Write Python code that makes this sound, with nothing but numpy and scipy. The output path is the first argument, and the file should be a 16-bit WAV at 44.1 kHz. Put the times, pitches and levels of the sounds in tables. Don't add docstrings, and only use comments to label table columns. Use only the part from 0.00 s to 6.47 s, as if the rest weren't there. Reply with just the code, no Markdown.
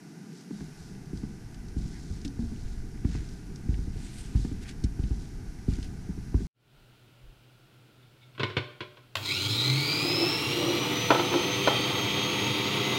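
import sys
import numpy as np
from scipy import signal
from scipy.fft import rfft, irfft
from scipy.io import wavfile

SR = 44100
rng = np.random.default_rng(int(sys.argv[2]) if len(sys.argv) > 2 else 0)


def wav_record(signal):
    frames = np.transpose(np.atleast_2d(signal))
    bounded = np.clip(frames, -1, 1)
    quanta = np.round(bounded * 32767).astype(np.int16)
    wavfile.write(sys.argv[1], SR, quanta)


N = 285327
T = np.arange(N) / SR
USUAL_BLOW_DB = -23.5


def from_db(db):
    return 10 ** (np.asarray(db) / 20)


def rms_one(x):
    return x / np.sqrt(np.mean(x ** 2) + 1e-20)


def add(out, time, sound):
    start = max(int(time * SR), 0)
    out[start:start + len(sound)] += sound[:N - start]


def fade(t, fade_s):
    return np.exp(-np.log(1000) * t / fade_s)


def noise(spectrum):
    hz, db = np.transpose(spectrum)
    bins = np.maximum(np.arange(N // 2 + 1) * SR / N, 1)
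    shape = from_db(np.interp(np.log(bins), np.log(hz), db, right=-np.inf))
    return rms_one(irfft(rfft(rng.standard_normal(N)) * shape, N))


def band(hz, octaves, size, top_hz=10800):
    bins = np.maximum(np.arange(size // 2 + 1) * SR / size, 1)
    bell = np.exp(-(np.log2(bins / hz) / (2 * octaves)) ** 2)
    dull = 1 / np.sqrt(1 + (bins / top_hz) ** 14)
    return rms_one(irfft(rfft(rng.standard_normal(size)) * bell * dull, size))


def drift(rate_hz, hop=40):
    pole = np.exp(-2 * np.pi * hop * rate_hz / SR)
    draws = rng.standard_normal(N // hop + 2002)
    slow = signal.lfilter([1], [1, -2 * pole, pole * pole], draws)[2000:]
    return np.interp(np.arange(N) / hop, np.arange(len(slow)), rms_one(slow))


# (frequency [Hz], relative level [dB])
HISS_TONE = [(350, -1), (600, -2), (740, 3.5), (960, -2), (1200, -2), (1500, 2), (1850, -5.5), (2080, -4.5),
             (3400, -12.5), (5700, -5.5), (7800, -13.5), (10000, -13), (11500, -19.5), (14000, -23.5),
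             (15500, -31)]


def background(hiss_db=-57.3, rise_db_per_s=.17, whine_hz=2000, whine_db=-77):
    hiss = from_db(hiss_db + rise_db_per_s * T) * noise(HISS_TONE)
    whine = from_db(whine_db) * np.sqrt(2) * np.sin(2 * np.pi * whine_hz * T)
    return hiss + whine


# (frequency [Hz], relative level [dB])
RUMBLE_TONE = [(12, 1), (26, 4.5), (45, 4), (70, -1.5), (100, -2), (140, -12), (260, -49)]
# (frequency [Hz], relative level [dB])
BOARD_TONE = [(70, -10), (120, 1), (170, 1.5), (250, -4), (320, -8.5), (410, -12), (490, -22.5), (620, -40),
              (900, -47)]
# (time [s], level [dB])
CAMERA_RUMBLE = [(0, -50), (1.3, -51), (1.62, -40), (2.3, -42), (2.68, -35.5), (3.55, -45), (3.85, -36),
                 (4.15, -42), (6.47, -41)]


def shudder(rise_s=.094, fade_s=.93, rumble_db=-31.5, boards_db=-38.8, boards_rest_db=-44.3):
    shake = np.zeros(N)
    swing = (1 - np.exp(-T / rise_s)) * fade(T, fade_s)
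    for time, heel_db, *_ in STRIDES:
        add(shake, time, from_db(.44 * (heel_db - USUAL_BLOW_DB)) * swing)
    camera = from_db(np.interp(T, *np.transpose(CAMERA_RUMBLE)))
    rumble_level = np.hypot(camera, from_db(rumble_db) * shake)
    boards_level = np.hypot(from_db(boards_rest_db), from_db(boards_db) * shake)
    rumble = rumble_level * from_db(1.3 * drift(rate_hz=14.5)) * noise(RUMBLE_TONE)
    boards = boards_level * from_db(1.1 * drift(rate_hz=6.1)) * noise(BOARD_TONE)
    return rumble + boards


# (middle time [s], length [s], level [dB], pitch [Hz], width [octaves])
CLOTH_SWISHES = [(0.39, .12, -61, 5050, .35), (0.852, 0.16, -61.5, 5130, 0.36),
                 (1.963, 0.061, -57, 1840, 0.19), (3.14, 0.1, -55.5, 4900, 0.33),
                 (3.159, .17, -56.5, 1810, .4), (4.631, .03, -50, 3130, 0.87),
                 (4.684, 0.075, -52.5, 1900, 0.3), (4.694, .05, -49.5, 3900, .65),
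                 (5.734, 0.11, -54, 2300, .95), (5.841, 0.047, -53, 3000, 0.85)]


def clothes(rise_s=.015, release_s=.07, roughness_db=2.5):
    rub = np.zeros(N)
    rise = np.minimum(T / rise_s, 1)
    for time, *_, db, length in STRIDES:
        release = np.exp(-np.maximum(T - length, 0) / release_s)
        add(rub, time, from_db(db) * rise * release)
    out = rub * band(hz=5000, octaves=.42, size=N)
    for time, length, db, hz, octaves in CLOTH_SWISHES:
        start = max(time - .5, 0)
        swell = np.exp(-(2 * (start + T[:SR] - time) / length) ** 2)
        add(out, start, from_db(db) * swell * band(hz, octaves, size=SR))
    return out * from_db(roughness_db * drift(rate_hz=160))


# (time [s], level [dB], sizzle pitch [Hz])
BRUSH_STROKE = [(3.92, -67, 7400), (4.04, -54.8, 7900), (4.12, -56.5, 8400), (4.2, -53.3, 8800),
                (4.29, -58.5, 7700), (4.48, -60, 6900), (4.62, -70, 6600)]


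def brush(sizzle_width_hz=2000, sizzle_growth=2.3, roughness_db=1.7):
    times, stroke_db, sizzle_hz = np.transpose(BRUSH_STROKE)
    db = np.interp(T, times, stroke_db, left=-np.inf, right=-np.inf)
    body = from_db(db) * band(hz=3000, octaves=.85, size=N, top_hz=11000)
    smoothing = signal.butter(2, sizzle_width_hz / 2, fs=SR, output="sos")
    slow_noise = rms_one(signal.sosfilt(smoothing, rng.standard_normal(N)))
    phase = 2 * np.pi * np.cumsum(np.interp(T, times, sizzle_hz)) / SR
    sizzle = np.sqrt(2) * slow_noise * np.sin(phase)
    sizzle_db = db.max() - 1.8 + sizzle_growth * (db - db.max())
    return (body + from_db(sizzle_db) * sizzle) * from_db(roughness_db * drift(rate_hz=120))


def tick(db, hz, fade_s, octaves=.43, rise_s=.0008, tone_db=-7):
    t = T[:SR // 8]
    burst = (1 - np.exp(-t / rise_s)) * fade(t, fade_s)
    tone = from_db(tone_db) * np.sin(2 * np.pi * hz * t)
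    return from_db(db) * burst * (band(hz, octaves, size=len(t), top_hz=10500) + tone)


def grit(per_s=4, db=-51.5, spread_db=2.5, low_hz=1800, high_hz=6000):
    out = np.zeros(N)
    for when, size, pitch in rng.random((int(per_s * T[-1]), 3)):
        hz = low_hz * (high_hz / low_hz) ** pitch
        add(out, when * T[-1], tick(db + spread_db * (2 * size - 1), hz, fade_s=.014))
    return out


# (time [s], level [dB], pitch [Hz], fade time [s], width [octaves])
GEAR_TICKS = [(0.95, -49, 2500, .016, .5), (1.173, -46, 4900, 0.024, .35), (1.544, -45, 4070, 0.017, .6),
              (1.684, -47.3, 5100, 0.019, .3), (2.2155, -44, 4460, 0.016, .4),
              (2.2473, -39.5, 3700, 0.065, .7), (2.278, -34.5, 4750, 0.016, .3),
              (3.5578, -44, 5400, 0.031, .3), (3.741, -45.5, 2100, 0.036, .45),
              (4.838, -48, 2200, .07, .45), (4.8385, -37.5, 5400, 0.045, .36),
              (5.0372, -45, 2620, 0.027, .4), (5.736, -39, 4700, 0.014, .35),
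              (5.8275, -35.5, 3560, 0.014, .4)]


def gear():
    out = np.zeros(N)
    for time, db, hz, fade_s, octaves in GEAR_TICKS:
        add(out, time, tick(db, hz, fade_s, octaves))
    return out


def ring(hz, fade_s):
    t = T[:SR // 2]
    return np.sin(2 * np.pi * hz * t) * fade(t, fade_s)


def push(hz, hardness, pivot_hz=163):
    return from_db(hardness * np.log2(np.clip(hz, 60, 330) / pivot_hz))


# (pitch [Hz], relative level [dB], fade time [s])
PLANK_NOTES = [(50, -0.5, 0.23), (84, 6.5, 0.045), (150, -0.5, 0.052), (258.6, 1, 0.031),
               (364, -1.5, 0.012), (775, -39, .015), (1550, -40, .012)]
# (pitch [Hz], relative level [dB], fade time [s])
DECK_NOTES = [(70, -0.5, 0.51), (108.8, -0.5, 0.31), (165.5, -4.5, 0.35), (195.2, 3.5, 0.18),
              (234.2, -6, 0.3), (276.3, -2, 0.12), (340, -16, 0.29), (402, -8.5, 0.11)]
# (time [s], pitch [Hz], level [dB], fade time [s])
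LOOSE_BOARDS = [(0.511, 211, -35, 0.45), (2.256, 276, -26.5, 0.15), (2.397, 230.4, -29.5, 0.36),
                (2.519, 230, -32.5, 0.22), (3.052, 287, -28.5, 0.14), (5.682, 265, -25, 0.058),
                (6.09, 180, -31, 0.17)]


def boardwalk(blows, deck_db=-37, deck_follows=.42, scatter_db=3, pitch_scatter=.023):
    out = np.zeros(N)
    for time, blow_db, hardness in blows:
        for k, (hz, db, fade_s) in enumerate(PLANK_NOTES):
            direction = (-1) ** k
            add(out, time, direction * push(hz, hardness) * from_db(blow_db + db) * ring(hz, fade_s))
        ring_db = deck_db + deck_follows * (blow_db - USUAL_BLOW_DB)
        for hz, db, fade_s in DECK_NOTES:
            strength = rng.choice([-1, 1]) * from_db(db + ring_db + scatter_db * rng.normal())
            pitch = hz * (1 + pitch_scatter * rng.normal())
            add(out, time, strength * push(hz, hardness) * ring(pitch, fade_s))
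    for time, hz, db, fade_s in LOOSE_BOARDS:
        add(out, time, from_db(db) * ring(hz, fade_s))
    return out


# (time [s], heel level [dB], hardness [dB per octave],
# click level [dB], foot roll level [dB], clothes rub level [dB], rub length [s])
STRIDES = [(0.505, -28.5, 3, -43, -45, -62.5, .12), (1.129, -26.5, 2.5, -52, -44, -65, 0.091),
           (1.762, -24.5, -2, -54, -34, -59.5, 0.43), (2.387, -25, 5.5, -43, -30, -62.5, 0.34),
           (3.045, -19, 0.3, -35, -36, -60.5, .28), (3.685, -18.8, -1.5, -47, -29, -63.5, .15),
           (4.348, -19, -3.2, -39.5, -27, -56.5, .09), (4.989, -23.5, -3, -43, -27, -61, 0.25),
           (5.679, -15, 1.2, -44, -31, -62, .16), (6.341, -14.8, 0.3, -36.5, -38, -61, .1)]
# (time [s], level [dB], hardness [dB per octave],
# click level [dB])
SOLE_SLAPS = [(0.604, -23.5, 1.5, -42), (1.231, -30.5, 6, -44), (1.851, -31, 3.5, -50),
              (2.515, -38, -2, -54), (3.148, -27, .5, -40), (3.784, -29.5, -4, -49),
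              (4.446, -26.5, 7.5, -41), (4.513, -28, 1.5, -50), (5.106, -24, -2.5, -47),
              (5.783, -30.5, -.5, -44), (6.402, -31, 4, -47)]
# (time [s], level [dB], hardness [dB per octave])
BOARD_KNOCKS = [(2.099, -29, -.5), (2.248, -34.5, 4), (3.183, -31, -4), (3.873, -31.5, -2),
                (3.957, -33.5, 1), (4.838, -20.5, -1.8), (6.088, -32, 0), (6.174, -33, 2)]


def footsteps(roll_delay_s=.041, roll_hardness=-2.5, muffle_hz=470, treble_leak=.021, lag_s=.00252):
    heels = [(time, db, hardness) for time, db, hardness, *_ in STRIDES]
    rolls = [(time + roll_delay_s, db, roll_hardness) for time, _, _, _, db, *_ in STRIDES]
    soles = [(time, db, hardness) for time, db, hardness, _ in SOLE_SLAPS]
    wood = boardwalk(heels + rolls + soles + list(BOARD_KNOCKS))
    muffled = signal.sosfilt(signal.butter(4, muffle_hz, fs=SR, output="sos"), wood)
    _, delay = signal.iirpeak(230, Q=.67, fs=SR)
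    out = signal.lfilter(delay[::-1], delay, muffled + treble_leak * wood)
    for time, _, _, click_db, *_ in STRIDES:
        add(out, time + lag_s, tick(click_db, hz=760, fade_s=.02, octaves=.7))
    for time, _, _, click_db in SOLE_SLAPS:
        add(out, time + lag_s, tick(click_db, hz=740, fade_s=.026, octaves=.7))
    return out


def scene():
    return (background() + shudder() + clothes() + brush() + footsteps() + gear() + grit())[None]


# (frequency [Hz], width [Hz], level change [dB])
CAMERA_DIPS = [(551, 47, -24.5), (567, 25, -21.5), (1086, 94, -29), (1322, 116, -9.5)]
# (time [s], level [dB])
BASS_OPENING = [(0, -32), (0.48, -32), (0.62, -15), (0.85, -0.5), (1.15, 0)]


def record(dry, low_cut_hz=142, high_cut_hz=15000):
    x = dry
    for hz, width_hz, db in CAMERA_DIPS:
        near_pitch = signal.lfilter(*signal.iirpeak(hz, hz / width_hz, fs=SR), x)
        x = x + (from_db(db) - 1) * near_pitch
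    thin = signal.sosfilt(signal.butter(8, low_cut_hz, "high", fs=SR, output="sos"), x)
    opened = np.minimum(from_db(np.interp(T, *np.transpose(BASS_OPENING))), 1)
    x = (1 - opened ** 2) * thin + opened * x
    return signal.sosfilt(signal.ellip(10, .1, 80, high_cut_hz, fs=SR, output="sos"), x)


dry = scene()
out = record(dry)
wav_record(out)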